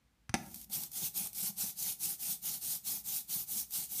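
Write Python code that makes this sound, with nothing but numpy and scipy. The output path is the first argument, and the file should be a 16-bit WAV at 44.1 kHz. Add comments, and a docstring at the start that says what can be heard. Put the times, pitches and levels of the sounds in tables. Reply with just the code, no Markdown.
"""A small room, a mono microphone close to a wooden table. A hand roller is set down with a knock,
creeps into a patch of tacky paint and is then rolled back and forth. The paint film splits behind
the roller in countless tiny snaps, a bright hiss that follows the speed and swells where the paint
is thickest. Underneath, the table rumbles and the roller's frame rings faintly."""
import sys
import numpy as np
from scipy import signal
from scipy.fft import rfft, irfft
from scipy.io import wavfile

SR = 44100
rng = np.random.default_rng(int(sys.argv[2]) if len(sys.argv) > 2 else 0)


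def output_pcm(signal):
    """Save a mono or channel-first signal as 16-bit PCM at the path in sys.argv[1].

    Samples are clipped to [-1, 1] before scaling.
    """
    pcm = np.clip(np.atleast_2d(signal).T, -1, 1) * 32767
    wavfile.write(sys.argv[1], SR, np.round(pcm).astype(np.int16))


N = 176400
T = np.arange(N) / SR
BIN_HZ = np.arange(N // 2 + 1) * SR / N


def from_db(db):
    """Decibels to gain."""
    return 10 ** (np.asarray(db) / 20)


def unit_rms(x):
    """Scale to rms 1."""
    return x / np.sqrt(np.mean(x ** 2) + 1e-20)


def at_hz(points, hz):
    """Read a table on a log-frequency axis."""
    f, value = np.transpose(points)
    return np.interp(np.log(np.maximum(hz, 1)), np.log(f), value)


def coloured(x, spectrum):
    """Give a signal a spectrum; rms 1."""
    return unit_rms(irfft(rfft(x) * from_db(at_hz(spectrum, BIN_HZ)), N))


def drift(rate_hz):
    """Random wander, mostly slower than rate_hz; rms 1."""
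    hop, settle = 20, 2000
    r = np.exp(-2 * np.pi * rate_hz * hop / SR)
    slow = signal.lfilter([1], [1, -2 * r, r * r], rng.standard_normal(N // hop + settle + 2))[settle:]
    return np.interp(np.arange(N) / hop, np.arange(len(slow)), unit_rms(slow))


def resonant_noise(hz, width_hz):
    """Random jolts through one resonance; rms 1."""
    r = np.exp(-np.pi * width_hz / SR)
    feedback = [1, -2 * r * np.cos(2 * np.pi * hz / SR), r * r]
    return unit_rms(signal.lfilter([1, 0, -1], feedback, rng.standard_normal(N)))


def decay(start, t60):
    """Envelope that jumps to 1 and falls 60 dB in t60 seconds."""
    return (T >= start) * from_db(-60 * np.clip((T - start) / t60, 0, 10))


def swell(centre, width_s):
    """Bell-shaped envelope."""
    return np.exp(-.5 * np.minimum(((T - centre) / width_s) ** 2, 100))


def struck(start, modes):
    """Modes set ringing by one blow."""
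    t = np.clip(T - start, 0, 1)
    return sum(from_db(db) * decay(start, t60) * np.sin(2 * np.pi * hz * t) for hz, db, t60 in modes)


def room_tone(level_db=-69.5):
    """Quiet, steady background noise, strongest in the bass."""
    # Each row: frequency in Hz, relative noise density in dB.
    spectrum = [(25, -50), (40, 5), (58, 11.5), (85, -6.5), (170, -3), (400, -18.5), (800, -21.5),
                (2000, -22), (6000, -28.5), (15000, -35)]
    return from_db(level_db) * coloured(rng.standard_normal(N), spectrum)


def reflections(x, delay_s=0.00408):
    """The small room answers with a diffuse tail that dies sooner in the treble."""
    # Each row: frequency in Hz, reverberation time in seconds.
    room_t60 = [(150, 0.79), (800, 0.52), (3000, 0.33), (8000, 0.34), (15000, 0.33)]
    edges, tail = np.geomspace(60, 18000, 10), 0
    for low, high in zip(edges, edges[1:]):
        bandpass = signal.butter(2, [low, high], "band", fs=SR, output="sos")
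        band = signal.sosfilt(bandpass, rng.standard_normal(SR))
        tail += band * decay(delay_s, at_hz(room_t60, np.sqrt(low * high)))[:SR]
    return signal.fftconvolve(x, tail / np.sqrt(np.sum(tail ** 2)))[:N]


def roller_motion(brake_s=0.083, speed_power=2.41):
    """Strokes speed up, cross thick paint and brake; gives velocity (pull positive) and peel strength."""
    # Pulls and pushes in turn. Each row: start, length and time to reach speed in seconds, level in dB,
    # time to the thick paint in seconds, its extra hiss in dB.
    strokes = [(0.685, 0.225, 0.053, -40.6, 0.063, 6.7), (0.89, 0.236, 0.102, -36.6, 0.169, 4.5),
               (1.125, 0.201, 0.045, -37.7, 0.056, 4.5), (1.305, 0.235, 0.105, -35.7, 0.162, 3.0),
               (1.547, 0.209, 0.055, -37.1, 0.07, 4.2), (1.733, 0.244, 0.099, -36.2, 0.158, 3.0),
               (1.968, 0.22, 0.074, -36.9, 0.077, 3.5), (2.167, 0.229, 0.07, -36.2, 0.14, 3.1),
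               (2.403, 0.219, 0.056, -37.6, 0.074, 3.8), (2.592, 0.226, 0.055, -36.7, 0.136, 3.7),
               (2.821, 0.218, 0.064, -37.2, 0.078, 4.2), (3.02, 0.232, 0.072, -36.5, 0.142, 3.5),
               (3.263, 0.212, 0.055, -37.2, 0.071, 4.8), (3.451, 0.222, 0.064, -36.4, 0.139, 2.5),
               (3.678, 0.219, 0.088, -36.5, 0.075, 4.5), (3.864, 0.21, 0.075, -38.2, 0.145, 4.5)]
    velocity, peel = 0, 0
    for k, (start, length, rise, db, to_thick, thick_db) in enumerate(strokes):
        speeding_up = np.sin(np.pi / 2 * np.clip((T - start) / rise, 0, 1))
        braking = np.sin(np.pi / 2 * np.clip((start + length - T) / brake_s, 0, 1))
        speed = speeding_up * braking
        velocity += speed * (-1) ** k
        peel += speed ** speed_power * from_db(db + thick_db * swell(start + to_thick, width_s=0.021))
    return velocity, peel


def table_rumble(speed, level_db=-59.5, fade_db_per_s=-1, speed_power=2.47, rattle_db=-8.5):
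    """Rolling shakes table and frame, less as the paint evens out; ridges add soft, low bumps."""
    # Table and frame. Each row: resonance in Hz, width in Hz, relative level in dB.
    resonances = [(113.4, 27, -7), (173, 36.5, -2), (205.6, 49, -5), (340, 42, -11), (627, 26, -17.5),
                  (783, 39, -5.5), (837, 36, -9.5), (859, 21, -18.5), (1410, 72, -16), (2223, 50, -13.5)]
    # Ridges in the paint. Each row: time in seconds, level in dB, pitch in Hz.
    ridges = [(0.563, -57, 200), (.705, -56, 203), (0.776, -51, 165), (1.029, -49, 169),
              (1.212, -51.5, 176), (1.26, -58, 200), (1.441, -50, 178), (1.503, -51.5, 205),
              (1.64, -47, 185), (1.875, -54, 189), (2.081, -63, 175), (2.295, -55, 175), (2.51, -59, 180),
              (2.939, -55, 186), (3.368, -54, 190), (3.568, -51.5, 191), (3.787, -54.5, 185),
              (3.98, -64, 190)]
    shaking = unit_rms(sum(from_db(db) * resonant_noise(hz, width) for hz, width, db in resonances))
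    waver_hz = 11.66 * drift(38.9)
    waver_cycles = np.cumsum(waver_hz) / SR
    out = from_db(level_db + fade_db_per_s * (T - T.mean())) * speed ** speed_power * shaking
    for time, db, hz in ridges:
        tone = np.sqrt(2) * np.sin(2 * np.pi * (hz * (T - time) + waver_cycles))
        out += from_db(db) * swell(time, width_s=0.0086) * (tone + from_db(rattle_db) * shaking)
    return out


def landing_knock(thud_hz=110, thud_t60_s=.05, crack_db=-2):
    """The roller lands one end first and chatters: a thud, ringing wood and a clack of the frame."""
    # Each row: contact time in seconds, then levels of thud, wood and frame in dB.
    landings = [(.2939, -32.5, -50, -37.5), (.3413, -43, -20, -20), (0.3448, -40, -35.5, -34.5),
                (0.348, -42, -35.5, -41), (0.3523, -50, -29, -36)]
    # Table top and metal frame. Each row: mode in Hz, relative level in dB, t60 in seconds.
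    wood_modes = [(88, -34, 0.34), (169.5, -19, 0.09), (226.6, -6.5, 0.14), (323, -7, 0.059),
                  (586, -20.5, 0.069), (785, -5, 0.053), (910, -14.5, 0.031), (990, -18.5, 0.016),
                  (1380, -21, 0.022), (1680, -25.5, .015)]
    frame_modes = [(1450, -8, .014), (1717, -7, .016), (1995, -8, .025), (2230, -15, .018),
                   (2440, -13, .02), (3130, -19, .035), (3700, -17, .022), (4400, -15, .012),
                   (5280, -15, .016), (6050, -12, .018), (7400, -17, .006), (9550, -13, .02),
                   (12100, -27, .018), (14800, -28, .018)]
    # Contact noise. Each row: frequency in Hz, relative density in dB.
    crack_spectrum = [(300, 7), (550, -1.5), (1000, 8.5), (1800, 0), (2400, 7), (2900, -8), (4000, -1),
                      (6000, 4), (7300, -10.5), (9600, 1), (11000, -25), (15000, -23)]
    crack = from_db(crack_db) * coloured(rng.standard_normal(N), crack_spectrum)
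    out = 0
    for start, thud_db, wood_db, frame_db in landings:
        thud = struck(start, [(thud_hz, thud_db, thud_t60_s)])
        clack = struck(start, frame_modes) + crack * decay(start, t60=0.022)
        out += thud + from_db(wood_db) * struck(start, wood_modes) + from_db(frame_db) * clack
    return out


def snaps(per_s, spread_db=2):
    """Paint splits in tiny snaps of uneven size, at random moments; rms 1."""
    # Each row: frequency in Hz, relative density in dB.
    spectrum = [(300, -46.5), (1100, -21), (1800, -22), (2400, -16), (3300, -11), (4500, -8), (6400, -3.5),
                (7500, -5), (9600, -0.5), (10400, -4), (11200, 0), (15000, -0.5)]
    sizes = from_db(spread_db * np.minimum(rng.exponential(1, N), 4)) * rng.choice([-1, 1], N)
    snapping = rng.random(N) < per_s / SR
    return coloured(sizes * snapping / np.sqrt(per_s), spectrum)


def shifting_colour(hiss, velocity, wander_db=2.1, wander_hz=14):
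    """The hiss changes colour at random, with the direction of travel and as the paint spreads; rms 1."""
    # Each row: frequency in Hz, dB added on a pull and taken away on a push.
    pull_colour = [(1000, 1.3), (2200, 0), (4000, 0.06), (8000, -0.45), (14000, 0)]
    # The hiss thins as the paint spreads. Each row: frequency in Hz, change in dB per second.
    thinning = [(1000, -0.5), (2200, -0.5), (4500, -.5), (8000, -0.03), (14000, 0)]
    centres = np.linspace(np.sqrt(900), np.sqrt(15000), 24) ** 2
    spectrum, out = rfft(hiss), 0
    for centre, share in zip(centres, np.eye(len(centres))):
        band = irfft(spectrum * np.interp(BIN_HZ, centres, share), N)
        colour_db = at_hz(pull_colour, centre) * velocity + at_hz(thinning, centre) * (T - T.mean())
        out += band * from_db(wander_db * drift(wander_hz) + colour_db)
    return unit_rms(out)


def tacky_paint(velocity, peel, snaps_per_s=16000, hiss_db=0.91, creep_db=-36,
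                flicker_db=0.81, flicker_hz=45):
    """Snaps crowd into a hiss as the roller speeds up; the slow first roll crackles, and strings pop."""
    # The slow first roll. Each row: time in seconds, level in dB relative to creep_db.
    creep_curve = [(.345, -27), (.40, -21.5), (.47, -18), (.53, -16), (.55, -14.5), (.61, -14.5),
                   (.645, -19.5), (.66, -50)]
    # Strings of paint that snap singly. Each row: start in seconds, level in dB.
    strings = [(0.463, -48), (0.544, -34.5), (0.559, -39.5), (0.614, -40), (0.643, -44), (0.698, -45),
               (0.835, -32.5), (.917, -39), (1.148, -49), (1.271, -33), (1.331, -41), (2.616, -55),
               (2.85, -49), (3.062, -37), (3.294, -44), (3.708, -38.5)]
    hiss = shifting_colour(snaps(snaps_per_s * np.maximum(np.abs(velocity), .15)), velocity)
    hiss *= peel * from_db(hiss_db + flicker_db * drift(flicker_hz))
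    times, levels_db = np.transpose(creep_curve)
    creep = snaps(per_s=7000) * (T > times[0]) * (T < times[-1])
    creep *= from_db(creep_db + np.interp(T, times, levels_db) + flicker_db * drift(flicker_hz))
    pops = snaps(snaps_per_s) * sum(from_db(db) * decay(start, t60=0.027) for start, db in strings)
    return hiss + creep + pops


def scene(knock_room_db=-12.5, roll_room_db=-13.5):
    """Knock and strokes up close, the room faint behind them, alike in both channels."""
    velocity, peel = roller_motion()
    knock = landing_knock()
    rolling = tacky_paint(velocity, peel) + table_rumble(np.abs(velocity))
    room = reflections(from_db(knock_room_db) * knock + from_db(roll_room_db) * rolling)
    mono = knock + rolling + room + room_tone()
    return np.array([mono, mono])


def record(dry, low_cut_hz=52, high_cut_hz=15300):
    """The microphone loses the deep bass; the top is cut steeply."""
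    low_cut = signal.butter(4, low_cut_hz, "high", fs=SR, output="sos")
    high_cut = signal.ellip(12, .1, 70, high_cut_hz, fs=SR, output="sos")
    return signal.sosfilt(high_cut, signal.sosfilt(low_cut, dry))


dry = scene()
out = record(dry)
output_pcm(out)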